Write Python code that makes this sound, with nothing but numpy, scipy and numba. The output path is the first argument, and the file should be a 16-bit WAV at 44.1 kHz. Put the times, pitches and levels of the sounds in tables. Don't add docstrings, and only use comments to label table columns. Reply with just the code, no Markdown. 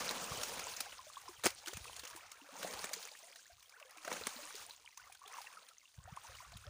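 import sys
import numpy as np
from scipy import signal
from scipy.fft import rfft, irfft
from scipy.io import wavfile
from scipy.ndimage import uniform_filter1d
from numba import njit

SR = 44100
rng = np.random.default_rng(int(sys.argv[2]) if len(sys.argv) > 2 else 0)


def output_pcm(signal):
    pcm = np.clip(np.atleast_2d(signal).T, -1, 1) * 32767
    wavfile.write(sys.argv[1], SR, np.round(pcm).astype(np.int16))


N = 295068

# time_s, spray_db, trickle_db, gurgle_db
NET_FLOW = [(0.0, -44, -44.5, -49), (0.2, -46.5, -51, -51), (0.6, -48, -55.5, -54.5),
            (0.84, -53, -60, -64.5), (1.0, -59.5, -62.5, -75.5), (1.55, -60.5, -68.5, -74.5),
            (1.88, -56, -64, -68), (2.42, -64.5, -66.5, -76.5), (2.53, -60, -60.5, -64),
            (2.63, -49.5, -54, -52), (2.85, -51.5, -54, -59), (3.1, -58.5, -69.5, -71),
            (3.33, -62, -72, -72.5), (3.55, -68, -78.5, -91), (3.9, -67, -66, -73), (4.0, -60, -62.5, -78),
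            (4.12, -50, -53.5, -52.5), (4.3, -52, -57, -64.5), (4.62, -54.5, -63.5, -70.5),
            (4.79, -64.5, -78.5, -81), (4.95, -66.5, -83, -100), (5.07, -65.5, -67.5, -74.5),
            (5.19, -66.5, -76, -95), (5.33, -59.5, -57.5, -71), (5.44, -58.5, -62.5, -75),
            (5.68, -65, -68, -72.5), (5.82, -68.5, -87.5, -91.5), (6.0, -69.5, -79, -80),
            (6.1, -67, -63.5, -75.5), (6.26, -59, -64, -70), (6.4, -60.5, -63.5, -80),
            (6.69, -66, -70.5, -76)]
# start_s, level_db, pitch_hz, fade_60db_cycles, rise_share
SINGLE_BUBBLES = [(0.319, -34.5, 1046, 39, 0.12), (0.414, -32, 3187, 33, 0.17),
                  (0.435, -37, 1250, 23, 0.42), (0.669, -36.5, 1010, 27, 0.0), (0.775, -54, 580, 52, 0.86),
                  (0.807, -41, 1290, 17, 0.25), (0.863, -44, 792, 52, 0.0), (0.922, -42.5, 2750, 59, 0.029),
                  (0.99, -42.5, 1050, 71, 0.019), (1.067, -47, 612, 49, 0.0), (1.1, -44.5, 1170, 26, 0.17),
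                  (1.159, -41.5, 3200, 54, 0.34), (1.169, -37.5, 1090, 51, 0.077),
                  (1.28, -39, 1000, 44, 0.16), (1.29, -44, 352, 28, 0.0), (1.365, -50.5, 2980, 90, 0.0),
                  (1.638, -50, 820, 38, 0.48), (1.672, -44.5, 319, 46, 0.44),
                  (1.675, -39.5, 1480, 37, 0.04), (1.678, -42, 3580, 90, 0.0),
                  (1.692, -45.5, 765, 28, 0.97), (1.731, -37, 485, 9, 0.15), (1.855, -39, 1060, 14, 0.14),
                  (1.879, -41, 2600, 59, 0.0), (1.897, -38, 895, 10, 0.39), (2.032, -53, 460, 81, 0.54),
                  (2.069, -38, 2760, 28, 0), (2.131, -48, 1500, 52, 0.78), (2.148, -48, 340, 29, 0.057),
                  (2.172, -47.5, 970, 60, 0.13), (2.208, -47.5, 2390, 63, 0.74),
                  (2.322, -50, 1160, 25, 0.27), (2.415, -45, 2820, 36, 0.0), (2.417, -51, 282, 32, 0),
                  (2.488, -49.5, 506, 44, 0.58), (2.525, -52, 248, 37, 0.38), (2.554, -42.5, 846, 35, 0.26),
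                  (2.647, -28.5, 555, 13.5, 0.65), (2.763, -43, 736, 100, 0.97),
                  (2.869, -41, 2350, 54, 0.19), (2.912, -40.5, 590, 24, 0.15),
                  (2.966, -44.5, 444, 36, 0.019), (3.053, -56.5, 447, 62, 1), (3.085, -44.5, 2180, 56, 0.0),
                  (3.114, -54, 520, 34, 0.97), (3.151, -46, 1670, 36, 0.47), (3.231, -55.5, 642, 89, 0.3),
                  (3.326, -48.5, 2030, 50, 0.98), (3.359, -49.5, 1750, 39, 0.23),
                  (3.392, -53.5, 1490, 45, 0.24), (3.455, -55.5, 1580, 104, 0.96),
                  (3.497, -53.5, 675, 90, 0.06), (3.658, -55, 3208, 93, 0.0),
                  (3.724, -51.5, 2200, 52, 0.13), (3.738, -52.5, 1500, 96, 0.49),
                  (3.765, -49.5, 1340, 47, 0.36), (3.813, -51, 580, 44, 0.04), (3.827, -38.5, 2920, 27, 0),
                  (3.847, -56, 494, 102, 0.19), (3.965, -48.5, 724, 19, 0.025),
                  (3.983, -41.5, 2338, 28, 0.1), (4.076, -33, 570, 25, 0.58),
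                  (4.08, -32.5, 1420, 21, 0.086), (4.135, -37, 3934, 58, 0), (4.211, -38.5, 470, 21, 0.015),
                  (4.326, -45, 920, 28, 0.49), (4.36, -47.5, 242, 27, 0.0054), (4.387, -47, 567, 67, 0.0),
                  (4.507, -40.5, 1572, 16, 0.04), (4.545, -44.5, 418, 24, 0.025),
                  (4.686, -50.5, 785, 97.5, 1), (4.733, -56.5, 910, 61, 0.43), (4.845, -55, 964, 50, 0.0),
                  (4.861, -43, 3020, 46, 0.079), (4.876, -40.5, 2180, 30, 0.21),
                  (4.973, -49.5, 1020, 73, 0.31), (4.997, -48, 1390, 49, 0.25),
                  (5.039, -51.5, 1950, 66, 0.0), (5.07, -49.5, 1040, 42, 0.72),
                  (5.098, -47.5, 787, 25, 0.0), (5.121, -46.5, 2397, 24, 0.0),
                  (5.153, -53, 1615, 41, 0.013), (5.216, -48.5, 1045, 52, 0.23),
                  (5.237, -48, 1080, 70, 0.18), (5.26, -56.5, 400, 40, 0.0), (5.261, -43, 3180, 47, 0.15),
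                  (5.384, -36.5, 1020, 39, 0.01), (5.443, -49, 836, 34, 0.0), (5.469, -41, 2600, 68, 0.1),
                  (5.471, -45, 1870, 48, 0.0), (5.57, -44, 1300, 80, 0.0), (5.71, -54, 1270, 70, 0.0),
                  (5.814, -58, 1970, 73, 0.0), (5.855, -49, 2690, 58, 0.13), (5.881, -54, 3540, 55, 0.1),
                  (6.001, -59, 1036, 60, 0.045), (6.075, -46, 644, 75, 0.99), (6.172, -34.5, 985, 30, 0.45),
                  (6.248, -44.5, 874, 36, 0.16), (6.287, -48, 1020, 34, 0.61),
                  (6.349, -44.5, 2810, 84, 0.18), (6.386, -45, 2260, 54, 0.38),
                  (6.448, -48, 1130, 58, 0.0037), (6.529, -51, 710, 47, 0.0), (6.668, -49, 557, 57, 0.043),
                  (0.092, -22.5, 4270, 40, 0), (0.218, -43, 1190, 90, 0.25), (0.281, -43, 1080, 58, 1),
                  (0.565, -38.5, 900, 16, 0.16), (0.618, -47, 1305, 90, 0.0), (1.233, -59, 780, 88, 0.49),
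                  (1.256, -55, 670, 69, 0.9), (1.398, -52, 1783, 36, 0.3), (1.522, -50, 2455, 90, 0.0),
                  (1.456, -30.5, 245, 7, 0), (1.46, -27, 348, 13, 0.025), (2.034, -44.5, 304, 4, 0.38),
                  (1.8, -59, 623, 40, 0.3), (1.93, -52, 1010, 40, 0.1), (2.25, -58.5, 707, 42, 0.35),
                  (1.715, -41, 3071, 34, 0.5), (1.762, -49, 2520, 90, 0.0), (1.865, -54, 420, 59, 0.9),
                  (1.997, -50, 1680, 42, 0), (2.398, -57.5, 820, 95, 0.62), (2.689, -50, 2280, 90, 0.0),
                  (2.695, -48, 427, 70, 0.68), (3.09, -42, 3640, 56, 0.77), (3.12, -53.5, 827, 46, 0.06),
                  (3.237, -52.5, 2040, 56, 0.0), (3.272, -54.5, 654, 45, 0.12),
                  (3.283, -55, 1840, 59, 0.17), (3.354, -58, 703, 60, 0.0), (3.505, -61, 1360, 90, 0.88),
                  (3.54, -63, 2360, 90, 0.0), (3.581, -62, 1077, 36, 0.86), (3.899, -56, 1970, 90, 0.0),
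                  (3.969, -60, 313, 59, 0.0), (4.051, -49, 577, 78, 0.26), (4.086, -56, 175, 23, 0.1),
                  (4.342, -53, 600, 59, 0.94), (4.425, -53, 301, 44, 0.032), (4.595, -50, 1400, 51, 0.13),
                  (4.661, -58, 628, 88.5, 0.9), (4.885, -60, 910, 43, 0.0), (4.925, -57, 2020, 91, 0.061),
                  (5.25, -53, 770, 70, 0), (5.297, -53, 630, 34, 0.9), (5.308, -55, 976, 59, 0.25),
                  (5.333, -59, 650, 82, 0.6), (5.343, -57, 1160, 99, 0.34), (5.368, -42, 1160, 29, 0.0),
                  (5.405, -43.5, 830, 27, 0.0), (5.525, -56, 920, 23, 0.13), (5.684, -58, 2440, 58, 0.0),
                  (5.768, -61.5, 1990, 67, 0.0), (5.838, -63, 1050, 49, 0), (6.056, -46, 1330, 20, 0.99),
                  (6.073, -58, 1780, 86, 0.09), (6.295, -51, 544, 40, 0.0), (6.319, -52, 1670, 54, 0.99),
                  (6.403, -47, 980, 60, 0.1), (6.426, -53, 715, 41, 0.03), (6.638, -53, 1234, 66, 0.97),
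                  (6.667, -45, 3270, 32, 0.0)]
# mid_swell_s, crack_peak_db, crack_pitch_hz, body_peak_db
SURFACE_SLAPS = [(0.0888, -31, 4170, -50), (0.4132, -35, 3400, -39), (0.4324, -25, 6130, -43),
                 (0.5927, -30, 2800, -38.5), (0.7638, -34, 7450, -63), (0.804, -22.5, 4900, -38.5),
                 (1.2128, -42.5, 6400, -65), (1.436, -26, 4180, -37), (1.442, -25.5, 7300, -29.5),
                 (1.449, -23, 5300, -33.5), (1.455, -20.5, 6610, -33.5), (1.4599, -19.5, 2780, -24.5),
                 (1.465, -17.5, 4640, -28), (1.6593, -37, 3430, -57), (1.671, -32.5, 4470, -45),
                 (1.6806, -28.5, 6600, -43), (1.7328, -33.5, 6800, -46), (1.7684, -31.5, 9100, -42.5),
                 (1.8416, -39, 9030, -50), (1.963, -36.5, 7340, -66), (1.9927, -33.5, 4200, -68),
                 (2.0346, -40, 2950, -44), (2.0501, -36, 6100, -45), (2.0734, -35.5, 6300, -63),
                 (2.0995, -39.5, 5070, -68), (2.1602, -36, 8300, -49), (2.316, -36.5, 7040, -48),
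                 (2.6132, -43, 2520, -46), (2.6278, -30.5, 3830, -37.5), (2.6722, -36, 9090, -44),
                 (2.7265, -45, 2690, -44), (2.7349, -30.5, 4630, -38.5), (2.8405, -27, 7500, -36),
                 (2.891, -38, 2600, -42), (2.9325, -24, 6850, -43), (2.9366, -35, 6500, -48),
                 (3.0265, -35.5, 4810, -63), (3.051, -37.5, 5960, -60), (3.0724, -38, 2990, -48),
                 (3.3575, -39, 4500, -59), (3.6248, -45, 3130, -73), (3.694, -48.5, 5900, -76),
                 (3.7983, -44, 2790, -56), (3.907, -46, 11150, -62), (3.9707, -41.5, 2550, -54),
                 (4.0476, -36.5, 5900, -39.5), (4.076, -36, 2680, -38), (4.1038, -46, 4330, -39.5),
                 (4.114, -42, 3340, -31.5), (4.1262, -29.5, 6230, -37.5), (4.1663, -37.5, 5800, -37),
                 (4.2677, -22, 9300, -32.5), (4.5525, -35, 4700, -63), (4.6947, -40.5, 4340, -49),
                 (4.9734, -37, 6100, -66), (5.1224, -39, 9600, -60), (5.1482, -42.5, 3600, -59),
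                 (5.2766, -40.5, 4070, -56), (5.3683, -44, 2820, -54), (5.4151, -37, 4800, -56),
                 (5.686, -44.5, 4160, -69), (5.782, -57, 6100, -76), (6.164, -44, 3280, -46),
                 (6.5686, -39.5, 3430, -60)]
# start_s, level_db, pitch_hz
DROPLET_TICKS = [(0.433, -30, 10500), (0.5417, -31, 9000), (0.806, -21, 9400), (1.217, -40, 9700),
                 (1.3972, -45, 9300), (1.457, -15.5, 8830), (1.467, -20.5, 7100), (1.549, -39, 7750),
                 (1.6602, -35, 3330), (1.865, -40, 8900), (2.0945, -40, 9000), (2.728, -36, 8800),
                 (2.857, -32, 8700), (2.939, -27.5, 4470), (3.0525, -38, 6600), (3.1166, -39.5, 4670),
                 (3.244, -43, 9000), (3.2705, -43, 9500), (3.4671, -48, 7140), (3.5313, -50.5, 4560),
                 (3.606, -50, 4120), (3.696, -47, 9800), (3.909, -37, 11200), (4.103, -44, 5000),
                 (4.4201, -43, 4720), (4.5628, -37, 6600), (4.6646, -36, 9700), (4.7087, -35, 3900),
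                 (4.8546, -46, 8750), (5.0295, -50, 4930), (5.1965, -47, 9800), (5.3248, -41, 9200),
                 (5.339, -40, 6500), (5.5746, -49, 4800), (5.6874, -44, 8400), (5.7828, -42.5, 6100),
                 (6.0401, -44.5, 8200), (6.164, -44, 9350), (6.2368, -43, 9100), (6.3926, -46, 5900),
                 (6.6663, -45, 4700)]
# peak_s, level_db, release_db_per_s
WIND_GUSTS = [(0.02, -61, 13), (0.33, -55.5, 41), (0.86, -74, 100), (1.07, -70, 300), (1.22, -64, 150),
              (1.38, -62, 300), (1.46, -54, 152), (1.63, -76, 54), (1.74, -60, 140), (1.81, -56, 93),
              (1.97, -62.5, 74), (2.13, -60.5, 100), (2.63, -72, 200), (2.74, -58, 200), (2.79, -62, 124),
              (3.53, -68, 168), (4.07, -79, 150), (4.22, -61, 200), (4.6, -70.5, 51), (5.03, -72.5, 58),
              (5.99, -51, 300), (6.06, -48.5, 298), (6.13, -53, 300), (6.19, -59.5, 300), (6.29, -59, 65),
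              (6.47, -55, 100), (6.55, -46, 200), (6.66, -48.5, 100)]
# start_s, peak_db, pitch_hz
WIND_PUFFS = [(0.311, -35, 120), (0.371, -44, 110), (1.452, -37, 141), (1.742, -40, 81),
              (1.769, -41.5, 154), (3.515, -59, 62.4), (5.979, -41, 110), (6.049, -45, 91),
              (6.12, -38, 126), (6.282, -50, 66), (6.549, -42, 126), (6.659, -49, 84)]
# freq_hz, gain_db
MIC_COLOUR = [(25, -10.5), (60, -6), (150, -5), (1500, 1.5), (3300, -1), (5600, -0.5), (6600, 2),
              (7800, -3), (9200, -0.5), (10800, -8), (12900, -13), (14000, -25.5), (14700, 1), (15500, -4)]

SWELL_SHARE = 0.038
SLOSH_DB, SLOSH_REF_DB, SLOSH_SLOPE = -53, -49.5, 1.43
SLAP_RISE_S, SLAP_T60_S = 0.0024, 0.022
HOLLOW_DB, HOLLOW_SLOPE = -31.5, 1.83
SPATTER_PER_S, SPATTER_DB = 7.6, 11.5
PATTER_PER_S, PATTER_DB = 13, 15
GUST_ATTACK_DB_PER_S, CALM_DB, BUFFET_DB = 902, -90, 2.5
HISS_GAIN_DB = -78
TOP_HZ = 15500


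def stream():
    spray_db, trickle_db, gurgle_db = curve(NET_FLOW)
    slosh_db = SLOSH_DB + SLOSH_SLOPE * (gurgle_db - SLOSH_REF_DB)
    drops = swarm(spray_db, full_db=-46, rate=4000, lo_hz=2900, hi_hz=15350, cycles=5.26, rise=0.39, spread_db=4.0)
    drips = swarm(spray_db, full_db=-50.5, rate=700, lo_hz=2290, hi_hz=10180, cycles=68, rise=0.26, spread_db=5.0)
    trickle = swarm(trickle_db, full_db=-50, rate=1600, lo_hz=933, hi_hz=2727, cycles=40.7, rise=0.29, spread_db=2.0)
    plinks = swarm(trickle_db, full_db=-59.5, rate=180, lo_hz=658, hi_hz=4206, cycles=51, rise=0.7, spread_db=1.0)
    gurgle = swarm(gurgle_db, full_db=-51.5, rate=800, lo_hz=434.5, hi_hz=996, cycles=35, rise=0.402, spread_db=1.5)
    slosh = swarm(slosh_db, full_db=-53, rate=340, lo_hz=155.7, hi_hz=425, cycles=24, rise=0.62, spread_db=3.5)
    wash_db = spray_db + np.minimum(0.27 * (spray_db + 59), 0)
    spray = 0.61 * drops + 0.32 * drips + 0.95 * undb(wash_db) * wash()
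    spurt_db = np.clip(0.21 * (-49.5 - trickle_db), 0, 4)
    bubbling = undb(spurt_db * walk(25)) * (0.77 * trickle + gurgle)
    plink_gain = 0.52 * np.minimum(undb(-57 - trickle_db), 1)
    return spray + bubbling + plink_gain * plinks + slosh


def swarm(flow_db, full_db, rate, lo_hz, hi_hz, cycles, rise, spread_db):
    time_u, pitch_u, size_u, life_u, rise_u, keep_u = rng.random((int(rate * N / SR), 6)).T
    share = np.clip(undb(0.6 * (flow_db - full_db)), 0.07, 1)
    at = (time_u * N).astype(int)
    hz = lo_hz * (hi_hz / lo_hz) ** pitch_u
    size = undb(spread_db * np.minimum(-np.log(1 - size_u), 4.0))
    size = size * (keep_u < share[at]) / np.sqrt(share[at])
    rings = ring(N, at / SR, size, hz, cycles * (0.5 + life_u), rise * rise_u, SWELL_SHARE, np.ones(N), 1. * SR)
    return undb(flow_db) * unit(rings)


def wash():
    surge_db = 1.65 * walk(16) + 1.59 * walk(70)
    out = 0
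    for hz in 2200 * 2 ** np.arange(0, 3, 0.5):
        noise = band(rng.standard_normal(N), hz, hz * np.sqrt(2), order=3)
        out = out + undb(surge_db + 2.6 * walk(40)) * noise
    return unit(out)


def bubbles():
    s, db, hz, cycles, rise = np.transpose(SINGLE_BUBBLES) * 1.
    waver = 1 + 0.039 * walk(150)
    return ring(N, s, undb(db), hz, cycles, np.clip(rise, 0, 2), SWELL_SHARE, waver, 1. * SR)


@njit
def ring(n, start, size, hz, cycles, rise, swell, waver, sr):
    y = np.zeros(n)
    for k in range(len(start)):
        length = cycles[k] * sr / hz[k]
        fade = np.exp(-np.log(1000.) / length)
        climb = (1 + rise[k]) ** (2 / length)
        amp, step, phase = size[k], 2 * np.pi * hz[k] / sr, 0.
        first = int(start[k] * sr)
        for i in range(first, min(n, first + int(0.8 * length))):
            y[i] += amp * np.sin(phase) * min((i - first) / (swell * length), 1.)
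            phase += min(step * waver[i], 2.8)
            amp *= fade
            step *= climb
    return y


def slaps():
    out, age_s = np.zeros(N), np.arange(int(0.2 * SR)) / SR
    n = len(age_s)
    swell = np.minimum(age_s / (2 * SLAP_RISE_S), 1) ** 2
    after = np.maximum(age_s - 2 * SLAP_RISE_S, 0) / SLAP_T60_S
    blow = swell * undb(-60 * after)
    fall = swell * undb(-13.5 - 7.9 * after)
    s, db, hz, u = scattered(SPATTER_PER_S, SPATTER_DB, 2600, 9040)
    lesser = zip(s + SLAP_RISE_S, db, hz, db - 1 - 16 * u)
    for mid_s, crack_db, crack_hz, body_db in [*SURFACE_SLAPS, *lesser]:
        a, b, c = rng.standard_normal((3, n))
        crack = 1.27 * unit(band(a, 1800, 17700)) + 0.38 * unit(band(a, crack_hz / 1.175, crack_hz * 1.18))
        body = band(b, 590, 2400, order=3)
        hollow = peak(band(c * blow, 210, 546), HOLLOW_DB + HOLLOW_SLOPE * (body_db + 30))
        spatter = fall * np.repeat(undb(4.5 * c[:n // 200 + 1]), 200)[:n]
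        slap = peak(crack * (blow + spatter), crack_db) + peak(body * (blow + 1.13 * fall), body_db) + hollow
        i = max(int((mid_s - SLAP_RISE_S) * SR), 0)
        out[i:i + n] += slap[:N - i]
    return out


def ticks():
    lesser = scattered(PATTER_PER_S, PATTER_DB, 3800, 13000)[:3]
    s, db, hz = np.hstack([np.transpose(DROPLET_TICKS), lesser])
    cycles = 50.0 * np.sqrt(hz / 6000)
    waver = 1 + 0.073 * walk(1500)
    return ring(N, s, undb(db), hz, cycles, np.full(len(s), 0.1), SWELL_SHARE, waver, 1. * SR)


def wind():
    t, power = np.arange(N) / SR, undb(2 * CALM_DB)
    for s, db, release in WIND_GUSTS:
        drop_db = np.maximum(GUST_ATTACK_DB_PER_S * (s - t), release * (t - s))
        power = power + undb(2 * (db - drop_db))
    rumble = unit(band(band(rng.standard_normal(N), 40, 123), 40, 123))
    out = np.sqrt(power) * undb(BUFFET_DB * walk(30)) * rumble
    for s, db, hz in WIND_PUFFS:
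        turn = np.arange(int(2.2 * SR / hz)) * hz / SR
        puff = undb(db) * np.hanning(len(turn)) * np.cos(2 * np.pi * (turn - 1.1))
        i = int(s * SR)
        out[i:i + len(puff)] -= puff[:N - i]
    return out


def shore_hiss():
    noise = rng.standard_normal(N)
    treble = undb(1.4 * walk(30)) * band(noise, 2000, 18000)
    return undb(HISS_GAIN_DB) * (treble + 0.55 * noise)


def scattered(per_s, above_db, lo_hz, hi_hz):
    time_u, level_u, pitch_u, chance = rng.random((int(per_s * N / SR), 4)).T
    at = (time_u * N).astype(int)
    level_db = curve(NET_FLOW)[0][at] + above_db + 13.0 * (level_u - 0.5)
    return at / SR, level_db, lo_hz * (hi_hz / lo_hz) ** pitch_u, chance


def walk(rate_hz):
    k = int(SR / rate_hz)
    held = np.repeat(rng.standard_normal(N // k + 1), k)
    return 1.23 * uniform_filter1d(held, k)[:N]


def curve(table):
    s, *columns = np.transpose(table)
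    return [np.interp(np.arange(N) / SR, s, c) for c in columns]


def band(x, lo_hz, hi_hz, order=2):
    return signal.sosfilt(signal.butter(order, [lo_hz, hi_hz], "bandpass", fs=SR, output="sos"), x)


def undb(db):
    return 10 ** (np.asarray(db) / 20)


def unit(x):
    return x / np.sqrt(np.mean(x ** 2))


def peak(x, db):
    return x * undb(db) / np.abs(x).max()


def scene():
    return (stream() + bubbles() + slaps() + ticks() + wind() + shore_hiss())[None]


def record(dry):
    hz, db = np.transpose(MIC_COLOUR)
    grid_hz = np.maximum(np.arange(1025) * SR / 2048, 1)
    gain_db = np.interp(np.log(grid_hz), np.log(hz), db)
    cepstrum = irfft(np.log(undb(gain_db)))
    cepstrum[1:1024] *= 2
    cepstrum[1025:] = 0
    impulse = irfft(np.exp(rfft(cepstrum)))
    coloured = signal.fftconvolve(dry, impulse[None])[:, :N]
    return signal.sosfilt(signal.ellip(10, 0.2, 60, TOP_HZ, fs=SR, output="sos"), coloured)


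dry = scene()
out = record(dry)
output_pcm(out)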